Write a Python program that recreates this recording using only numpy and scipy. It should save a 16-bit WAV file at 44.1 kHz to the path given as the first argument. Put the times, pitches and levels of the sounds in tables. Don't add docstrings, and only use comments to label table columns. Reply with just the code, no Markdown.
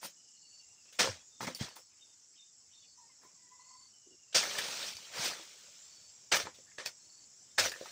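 import sys
import numpy as np
from scipy import signal
from scipy.io import wavfile
from scipy.ndimage import uniform_filter1d, map_coordinates

SR = 44100
rng = np.random.default_rng(int(sys.argv[2]) if len(sys.argv) > 2 else 0)


def to_wav(s):
    ch = np.atleast_2d(s).T
    pcm = np.round(np.clip(ch, -1, 1) * 32767)
    wavfile.write(sys.argv[1], SR, pcm.astype(np.int16))


N = 348831
T = np.arange(N) / SR

# f/Hz, level/dB (per Hz)
AIR_COLOUR = [(20, -14), (45, -9.5), (100, -1), (200, -5), (500, -9.5), (1700, -12), (3500, -10.5),
              (8500, -20), (10500, -20), (13000, -32), (15000, -23), (16000, -25)]
CICADA_COLOUR = [(3600, -32.5), (4200, -13.5), (4800, -6), (5400, 2.5), (6000, -1), (6500, 0), (7500, 3),
                 (8000, -3), (8500, -23.5), (9200, -52)]
CRUNCH_COLOUR = [(200, -26.5), (400, -8), (600, -3.5), (950, -11), (1300, -5), (1800, -2.5), (2500, -3.5),
                 (3500, -30.5)]
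HISS_COLOUR = [(1500, -22.5), (2500, -2), (4000, -3.5), (6000, -2.5), (7000, -9), (8500, -13.5),
               (10000, -28)]
FIZZ_COLOUR = [(7500, -25), (9000, -1), (10500, -12), (12000, -18), (13500, -14.5), (14900, -1.5),
               (16000, -15.5)]
RUMBLE_COLOUR = [(40, -42.5), (65, -18.5), (110, -10.5), (200, 1), (300, -5), (450, -21)]
# t/s, level/dB
BREEZE_LEVEL = [(0, -74.5), (1.9, -75), (2.96, -76.5), (2.98, -73.5), (4.3, -75), (6.3, -71.5), (7.9, -71)]
# t/s, level/dB
CHORUS_LEVEL = [(0, -60.5), (0.499, -61.5), (1.399, -61), (1.899, -62), (3, -62), (4.3, -61.5),
                (5.8, -58.5), (6.501, -60.5), (7.9, -59.5)]
# start t/s, length t/s, level/dB
CRICKET_TRILLS = [(0.356, 0.26, -60.5), (1.62, 0.13, -66), (2.738, 0.21, -64.5), (3.589, 0.3, -63.5),
                  (5.775, .33, -64), (6.993, 0.25, -63)]
# start t/s, length t/s, first f/Hz, last f/Hz, level/dB
SINGLE_NOTES = [(1.169, 0.042, 2590, 2520, -65), (1.19, 0.043, 3340, 3370, -66),
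                (1.304, 0.11, 3630, 3580, -68.5), (1.787, 0.06, 5300, 5400, -57),
                (1.89, 0.061, 3140, 2090, -72.5), (2.8, 0.056, 3560, 3440, -64),
                (2.823, 0.043, 3150, 2660, -66), (3.5, 0.42, 7420, 7680, -67),
                (6.66, 0.047, 1620, 1860, -66.5), (6.713, 0.012, 1970, 2150, -58),
                (7.5, 0.031, 3670, 3630, -66)]
# start t/s, number of notes, first note f/Hz, step f/Hz, loudest level/dB
BIRD_SCALES = [(0.159, 9, 2988, -31.5, -67), (3.926, 5, 3016, -61.5, -68.5)]
# t/s, level/dB
CALL_TIMES = [(2.004, -62.5), (2.37, -61), (2.724, -63.5)]
# t/s from the call's time, length t/s, first f/Hz, last f/Hz, level/dB against the call
CALL_NOTES = [(-.04, 0.043, 1990, 3150, -13), (-.015, 0.048, 3150, 2830, -5.5), (0, 0.072, 3670, 3630, 1.5),
              (0.042, .07, 2600, 3150, -14), (0.064, 0.078, 3700, 3590, -9.5)]
# start t/s, length t/s, first f/Hz, last f/Hz,
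# first partial level/dB, its change by the end level/dB, second partial level/dB
CROW_SYLLABLES = [(2.973, 0.1, 969, 912, -56, -15.5, -84), (3.09, 0.038, 1087, 990, -68, -20, -78),
                  (3.247, 0.038, 1010, 1025, -63.5, -7, -86), (3.347, 0.034, 1130, 1030, -66, -14, -81),
                  (3.388, 0.09, 1015, 970, -85, 6, -77), (3.498, 0.36, 995, 1041, -67, 0, -75)]
# start t/s, length t/s, level/dB
BOOT_CREAKS = [(3.235, 0.026, -65), (4.059, 0.083, -67.5)]
# t/s, level/dB at the start, starting f/Hz, time to fade 60 dB t/s
SOIL_THUDS = [(1.085, -38, 107.3, 0.22), (1.109, -49, 99, 0.2), (1.414, -44, 130, 0.11),
              (1.611, -9, 153, 0.014), (4.363, -42, 171, 0.05), (4.947, -50, 84, 0.083),
              (5.192, -33.5, 170, 0.055), (5.39, -50, 350, .08), (6.432, -44, 92, 0.078),
              (7.598, -49, 105, 0.37)]
# f/Hz, level/dB, time to fade 60 dB t/s
STALK_MODES = [(422, -6, 0.056), (549, 1.5, 0.03), (940, 4.5, 0.011), (1249, -2.5, 0.02), (1773, 2, 0.02),
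               (2310, -4, 0.013), (2587, 3, 0.021), (3200, -1, 0.009), (4650, -3, 0.023),
               (5370, -2.5, .025), (6500, -4.5, 0.0067), (7000, 0.5, .02)]
# t/s, peak level/dB of the ring, centre of what rings f/Hz
STALK_KNOCKS = [(0.03, -38, 920), (0.991, -39, 1770), (1.001, -20, 5030), (1.006, -27, 2950),
                (1.017, -22, 5070), (1.044, -28.5, 673), (1.074, -25.5, 727), (1.407, -30.5, 1130),
                (1.43, -31, 780), (1.478, -30.5, 1030), (1.486, -33.5, 590), (1.548, -30, 4930),
                (1.689, -43, 4260), (1.716, -64, 1150), (1.767, -46, 900), (1.79, -54.5, 716),
                (4.353, -19.5, 3890), (4.381, -20, 3900), (4.439, -32, 5300), (4.588, -27.5, 1700),
                (4.604, -43, 2340), (4.968, -34, 4770), (5.256, -34, 3980), (6.32, -29, 1120),
                (6.327, -21, 2020), (6.343, -24, 1780), (6.367, -25.5, 1290), (6.454, -42, 492),
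                (6.47, -33, 820), (6.587, -52.5, 577), (6.784, -33.5, 1850), (6.786, -43, 573),
                (6.799, -43, 1340), (6.807, -46, 520), (6.86, -25.5, 5100), (6.862, -35, 2320),
                (6.872, -39, 5010), (7.583, -18, 1770), (7.596, -17, 5400), (7.661, -31, 570),
                (7.695, -30.5, 5530), (7.719, -34.5, 1760), (7.739, -36.5, 1870), (7.76, -43, 1550),
                (7.762, -49, 603), (7.812, -34.5, 616), (7.836, -51, 455), (7.858, -37.5, 1130)]
# stalk crunch level/dB, top fizz level/dB, ground rumble level/dB
TEARING_BURSTS = [(0.005, .046, .005, 420, -44, -5.5, -4.5, -16),
                  (0.85, .004, .005, 90, -67.5, -8, -30, -24),
                  (0.924, .003, 0.0033, 180, -57.5, -6, -9, -32),
                  (0.986, 0.0095, 0.012, 200, -25.5, -3.5, -18, -18),
                  (1.399, 0.014, 0.037, 450, -45.5, -2, -12, -5),
                  (1.467, 0.0024, .005, 228, -43.5, -1, -15, -3),
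                  (1.545, .003, 0.021, 300, -52.5, -15, -1.5, -18),
                  (1.58, 0.031, 0.0059, 176, -41.5, -3.5, -17.5, -20),
                  (1.752, .01, .003, 327, -54, -4, -3.5, -29), (3.193, 0.043, .01, 209, -69.5, 5, -9, -10),
                  (4.323, 0.0063, .004, 602, -49.5, -8, -27, -28),
                  (4.343, 0.0068, 0.013, 205, -23, -7, -18.5, -25.5),
                  (4.582, .003, .003, 350, -34.5, -3, -9, -36),
                  (6.314, 0.0072, 0.015, 300, -25.5, -1, -20.5, -27.5),
                  (6.341, 0.0085, 0.021, 500, -31.5, -4, -11.5, -29),
                  (6.368, 0.0094, 0.028, 307, -38, -2.5, -14, -29),
                  (6.43, 0.024, 0.012, 301, -51.5, 1, -30, -11),
                  (6.537, .008, 0.011, 200, -59.5, -8.5, -17, -29),
                  (6.778, 0.0071, 0.022, 253, -47, -1, -27, -38),
                  (6.85, 0.011, 0.011, 506, -41.5, -4.5, -13, -43),
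                  (7.577, 0.0081, 0.012, 302, -27.5, -2.5, -15, -30),
                  (7.601, .02, 0.042, 353, -34, -4, -13, -29),
                  (7.714, .003, 0.0033, 604, -43, -5, -9.5, -32), (7.72, .02, .2, 300, -55, -3, -12, -40)]
FADE_FACTORS = [1.015, 1.04, 1.15, 1]
# t/s, leaflet hiss level/dB, crunch level/dB against it
FROND_PATH = [(4.428, -36, 0), (4.49, -42, -4), (4.58, -39.5, -4.5), (4.73, -41.5, -5.5), (4.88, -41, -6.5),
              (4.95, -50.5, -14), (5.11, -56, -4), (5.165, -41.5, -2.5), (5.264, -33, -6.5),
              (5.37, -50, -3), (5.5, -57, -9), (6.02, -67, -7.5), (6.3, -74, -9)]

TRILL_HZ, STROKES_PER_S = 4553, 23
STEP_S, WHISTLE_S = .086, .066
DROOP_HZ, SCALE_ENDS_DB = 70, -1.5
SPREAD_OCTAVES = 0.57
FAR_MODES_DB = -23.5
CRACK_REACH = 2.5
DAMPING, CRACK_SHARE, BITE_S = .65, .26, .0007
SWELL_POWER = 1.5
FROND_FIZZ_DB, FROND_RUMBLE_DB = -15.5, -27
ECHO_DB = -4.5
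EDGE_HZ = 15750


def amp(db):
    return 10 ** (np.asarray(db) / 20)


def evened(x):
    return x / np.sqrt(np.mean(x ** 2) + 1e-20)


def add(mix, s, sound):
    part = mix[round(s * SR):][:len(sound)]
    part += sound[:len(part)]


def gate(t, length, rise, fall):
    return np.clip(t / rise, 0, 1) * np.clip((length - t) / fall + 1, 0, 1)


def wander(per_s):
    points = rng.standard_normal(int(N / SR * per_s) + 3)
    return map_coordinates(points, [T * per_s], order=3)


def snaps(per_s, spread_db):
    size_db = spread_db * np.minimum(rng.exponential(1, N), 5)
    size = amp(size_db) * rng.choice([-1., 1.], N)
    return evened(size * (rng.random(N) < per_s / SR))


def coloured(x, points):
    f, db = np.transpose(points)
    hz = abs(np.fft.fftfreq(4096, 1 / SR))
    gain_db = np.interp(np.log(hz + 1), np.log(f), db, left=-80, right=-80)
    log_gain = np.log(amp(gain_db))
    spectrum = np.exp(np.conj(signal.hilbert(log_gain)))
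    taps = np.fft.ifft(spectrum).real[:2048]
    return evened(signal.oaconvolve(x, taps)[:len(x)])


def resonate(x, hz, width):
    turn = np.exp(2j * np.pi * np.cumsum(hz * np.ones(len(x))) / SR)
    r = np.exp(-np.pi * width / SR)
    low = x / turn
    for _ in range(2):
        low = signal.lfilter([1 - r], [1, -r], low)
    return 2 * (turn * low).real


def patchy(x, patchy_db, bins, frames):
    hz, t, z = signal.stft(x, SR, nperseg=512)
    patches = rng.standard_normal((len(t), len(hz))).T
    patches = uniform_filter1d(patches, size=bins, axis=0)
    patches = evened(uniform_filter1d(patches, size=frames, axis=1))
    return evened(signal.istft(z * amp(patchy_db * patches), SR, nperseg=512)[1][:N])


def grove(x, t60):
    taps = np.zeros(20000)
    at = np.arange(200, 19978, 22) + rng.integers(0, 22, 899)
    taps[at] = rng.choice([-1., 1.], len(at)) * amp(-60 * at / SR / t60)
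    return signal.oaconvolve(x, taps / np.linalg.norm(taps))[:N]


def breeze():
    noise = patchy(coloured(rng.standard_normal(N), AIR_COLOUR), 2.4, bins=2, frames=10)
    s, db = np.transpose(BREEZE_LEVEL)
    return noise * amp(np.interp(T, s, db) + 0.96 * wander(4.6))


def cicadas():
    clicks = snaps(8800, spread_db=4.0) + 2.1 * rng.standard_normal(N)
    chorus = patchy(coloured(clicks, CICADA_COLOUR), 2.8, bins=3, frames=8)
    s, db = np.transpose(CHORUS_LEVEL)
    throb_db = 0.43 * wander(15) + 0.72 * wander(160)
    return chorus * amp(np.interp(T, s, db) + throb_db)


def rooster():
    hoarse, out = rng.standard_normal(N), np.zeros(N)
    flutter, waver = amp(3.9 * wander(60)), 1 + 0.0084 * wander(50)
    for start, length, from_hz, to_hz, db, change_db, second_db in CROW_SYLLABLES:
        i, t = round(start * SR), T[:round((length + .022) * SR)]
        pitch = (from_hz + (to_hz - from_hz) * t / length) * waver[i:i + len(t)]
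        for k, partial_db in [(1, db + change_db * t / length), (2, second_db)]:
            clear = np.sqrt(2) * np.sin(2 * np.pi * k * np.cumsum(pitch) / SR)
            rough = evened(resonate(hoarse[i:i + len(t)], k * pitch, 97))
            voice = 0.52 * clear + 0.54 * rough
            add(out, start, voice * amp(partial_db) * gate(t, length, .0056, 0.011))
    return out * flutter


def all_notes():
    notes = list(SINGLE_NOTES)
    for start, count, first_hz, step_hz, db in BIRD_SCALES:
        for k in range(count):
            hz = first_hz + k * step_hz
            from_middle = 2 * k / (count - 1) - 1
            note_db = db + SCALE_ENDS_DB * from_middle ** 2
            notes.append((start + k * STEP_S, WHISTLE_S, hz, hz - DROOP_HZ, note_db))
    for s, db in CALL_TIMES:
        for after, length, from_hz, to_hz, under_db in CALL_NOTES:
            notes.append((s + after, length, from_hz, to_hz, db + under_db))
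    return notes


def gliding_notes():
    out, blur = np.zeros(N), rng.standard_normal(N)
    for s, length, from_hz, to_hz, db in all_notes():
        hz = np.linspace(from_hz, to_hz, round(length * SR))
        pure = np.sqrt(2) * np.sin(2 * np.pi * np.cumsum(hz) / SR)
        width = 90 + 0.049 * abs(to_hz - from_hz) / length
        fuzzy = evened(resonate(blur[round(s * SR):][:len(hz)], hz, width))
        note = (0.26 * pure + 0.45 * fuzzy) * signal.windows.tukey(len(hz), .35)
        add(out, s, amp(db) * note)
    return out


def cricket():
    rasp, out = rng.standard_normal(N), np.zeros(N)
    for start, length, db in CRICKET_TRILLS:
        t = T[:round(length * SR)]
        stroke_part = np.clip(t * STROKES_PER_S % 1 / 0.89, 0, 1)
        strokes = 0.12 + np.sin(np.pi * stroke_part)
        early = np.exp(-t / 0.087)
        ring = resonate(rasp[round(start * SR):][:len(t)], TRILL_HZ * (1 - .07 * early), 210)
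        add(out, start, evened(ring) * strokes * amp(db - 10 * early))
    return out


def boot():
    creak = evened(resonate(snaps(180, spread_db=1.0), 348, 145))
    return creak * sum(amp(db) * gate(T - s, length, 0.0065, .025) for s, length, db in BOOT_CREAKS)


def thuds():
    out, t = np.zeros(N), T[:12000]
    for s, db, hz, t60 in SOIL_THUDS:
        swing = np.sin(2 * np.pi * hz * t * (1 - 1.6 * t))
        add(out, s, amp(db - 60 * t / t60) * swing * (1 - np.exp(-t / 0.0045)))
    return out


def knocks():
    out, t = np.zeros(N), T[:4000]
    hz, mode_db, t60 = np.transpose(STALK_MODES)[:, :, None]
    for s, db, centre_hz in STALK_KNOCKS:
        octaves_off = np.log2(hz / centre_hz)
        near_db = np.maximum(-12 * (octaves_off / SPREAD_OCTAVES) ** 2, FAR_MODES_DB)
        detune = .98 + 0.019 * rng.random((len(STALK_MODES), 1))
        modes = amp(mode_db + near_db - 60 * t / (t60 * DAMPING)) * np.sin(2 * np.pi * hz * detune * t)
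        ring = modes.sum(0) * (1 - np.exp(-t / BITE_S))
        crack = rng.standard_normal(len(t)) * np.exp(-t / 0.0014)
        dull = signal.lfilter(*signal.butter(2, min(CRACK_REACH * centre_hz, .45 * SR), fs=SR), crack)
        dull *= np.linalg.norm(crack) / np.linalg.norm(dull)
        add(out, s, amp(db) * (ring / abs(ring).max() + CRACK_SHARE * dull))
    return out


def ringing_snaps(modes, per_s):
    t, out = T[:3000], np.zeros(N)
    for hz, db, t60 in modes:
        ring = amp(db - 60 * t / t60) * np.sin(2 * np.pi * hz * t) / np.sqrt(t60)
        out += signal.oaconvolve(snaps(per_s, spread_db=3.5), ring)[:N]
    return evened(out)


def tearing_layers():
    crackle = snaps(3000, spread_db=2.0) + 0.93 * rng.standard_normal(N)
    fibres = patchy(crackle, 2.42, bins=3, frames=5)
    hiss = evened(coloured(fibres, HISS_COLOUR) + 0.043 * ringing_snaps(STALK_MODES[6:], 270))
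    crunch = evened(coloured(fibres, CRUNCH_COLOUR) + .5 * ringing_snaps(STALK_MODES[:6], 80))
    fizz = coloured(fibres, FIZZ_COLOUR)
    rumble = coloured(rng.standard_normal(N), RUMBLE_COLOUR)
    return np.array([hiss, crunch, fizz, rumble])


def tearing():
    layers = tearing_layers()
    s, hiss_db, crunch_db = np.transpose(FROND_PATH)
    frond = amp(np.interp(T, s, hiss_db)) * gate(T - s[0], s[-1] - s[0], 0.0018, .02)
    frond_crunch = frond * amp(np.interp(T, s, crunch_db))
    gains = np.array([frond, frond_crunch, frond * amp(FROND_FIZZ_DB), frond * amp(FROND_RUMBLE_DB)])
    for start, swell, hold, fade_db, db, *over_db in TEARING_BURSTS:
        part = gains[:, round(start * SR):][:, :SR // 2]
        t = T[:part.shape[1]]
        fading_s = np.maximum(t - swell - hold, 0)
        rise = np.minimum(t / swell, 1) ** SWELL_POWER
        shape = rise * amp(db - fade_db * np.outer(FADE_FACTORS, fading_s))
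        part[:] = np.maximum(part, shape * amp([0] + over_db)[:, None])
    clumps = amp(0.23 * wander(130) + 0.15 * wander(36))
    return (layers * gains).sum(0) * evened(clumps)


def scene():
    far = gliding_notes() + rooster() + cricket()
    blows = knocks() + thuds()
    background = breeze() + cicadas() + far + amp(ECHO_DB) * grove(far, 0.12)
    work = boot() + blows + amp(ECHO_DB) * grove(blows, 0.1) + tearing()
    return (background + work)[None]


def record(dry):
    thin = signal.sosfilt(signal.butter(2, 58, "high", fs=SR, output="sos"), dry)
    rounded = .4 * np.tanh(thin / .4)
    band = signal.firwin(511, EDGE_HZ, window=("kaiser", 9), fs=SR)
    return signal.oaconvolve(rounded, band[None], "same")


dry = scene()
out = record(dry)
to_wav(out)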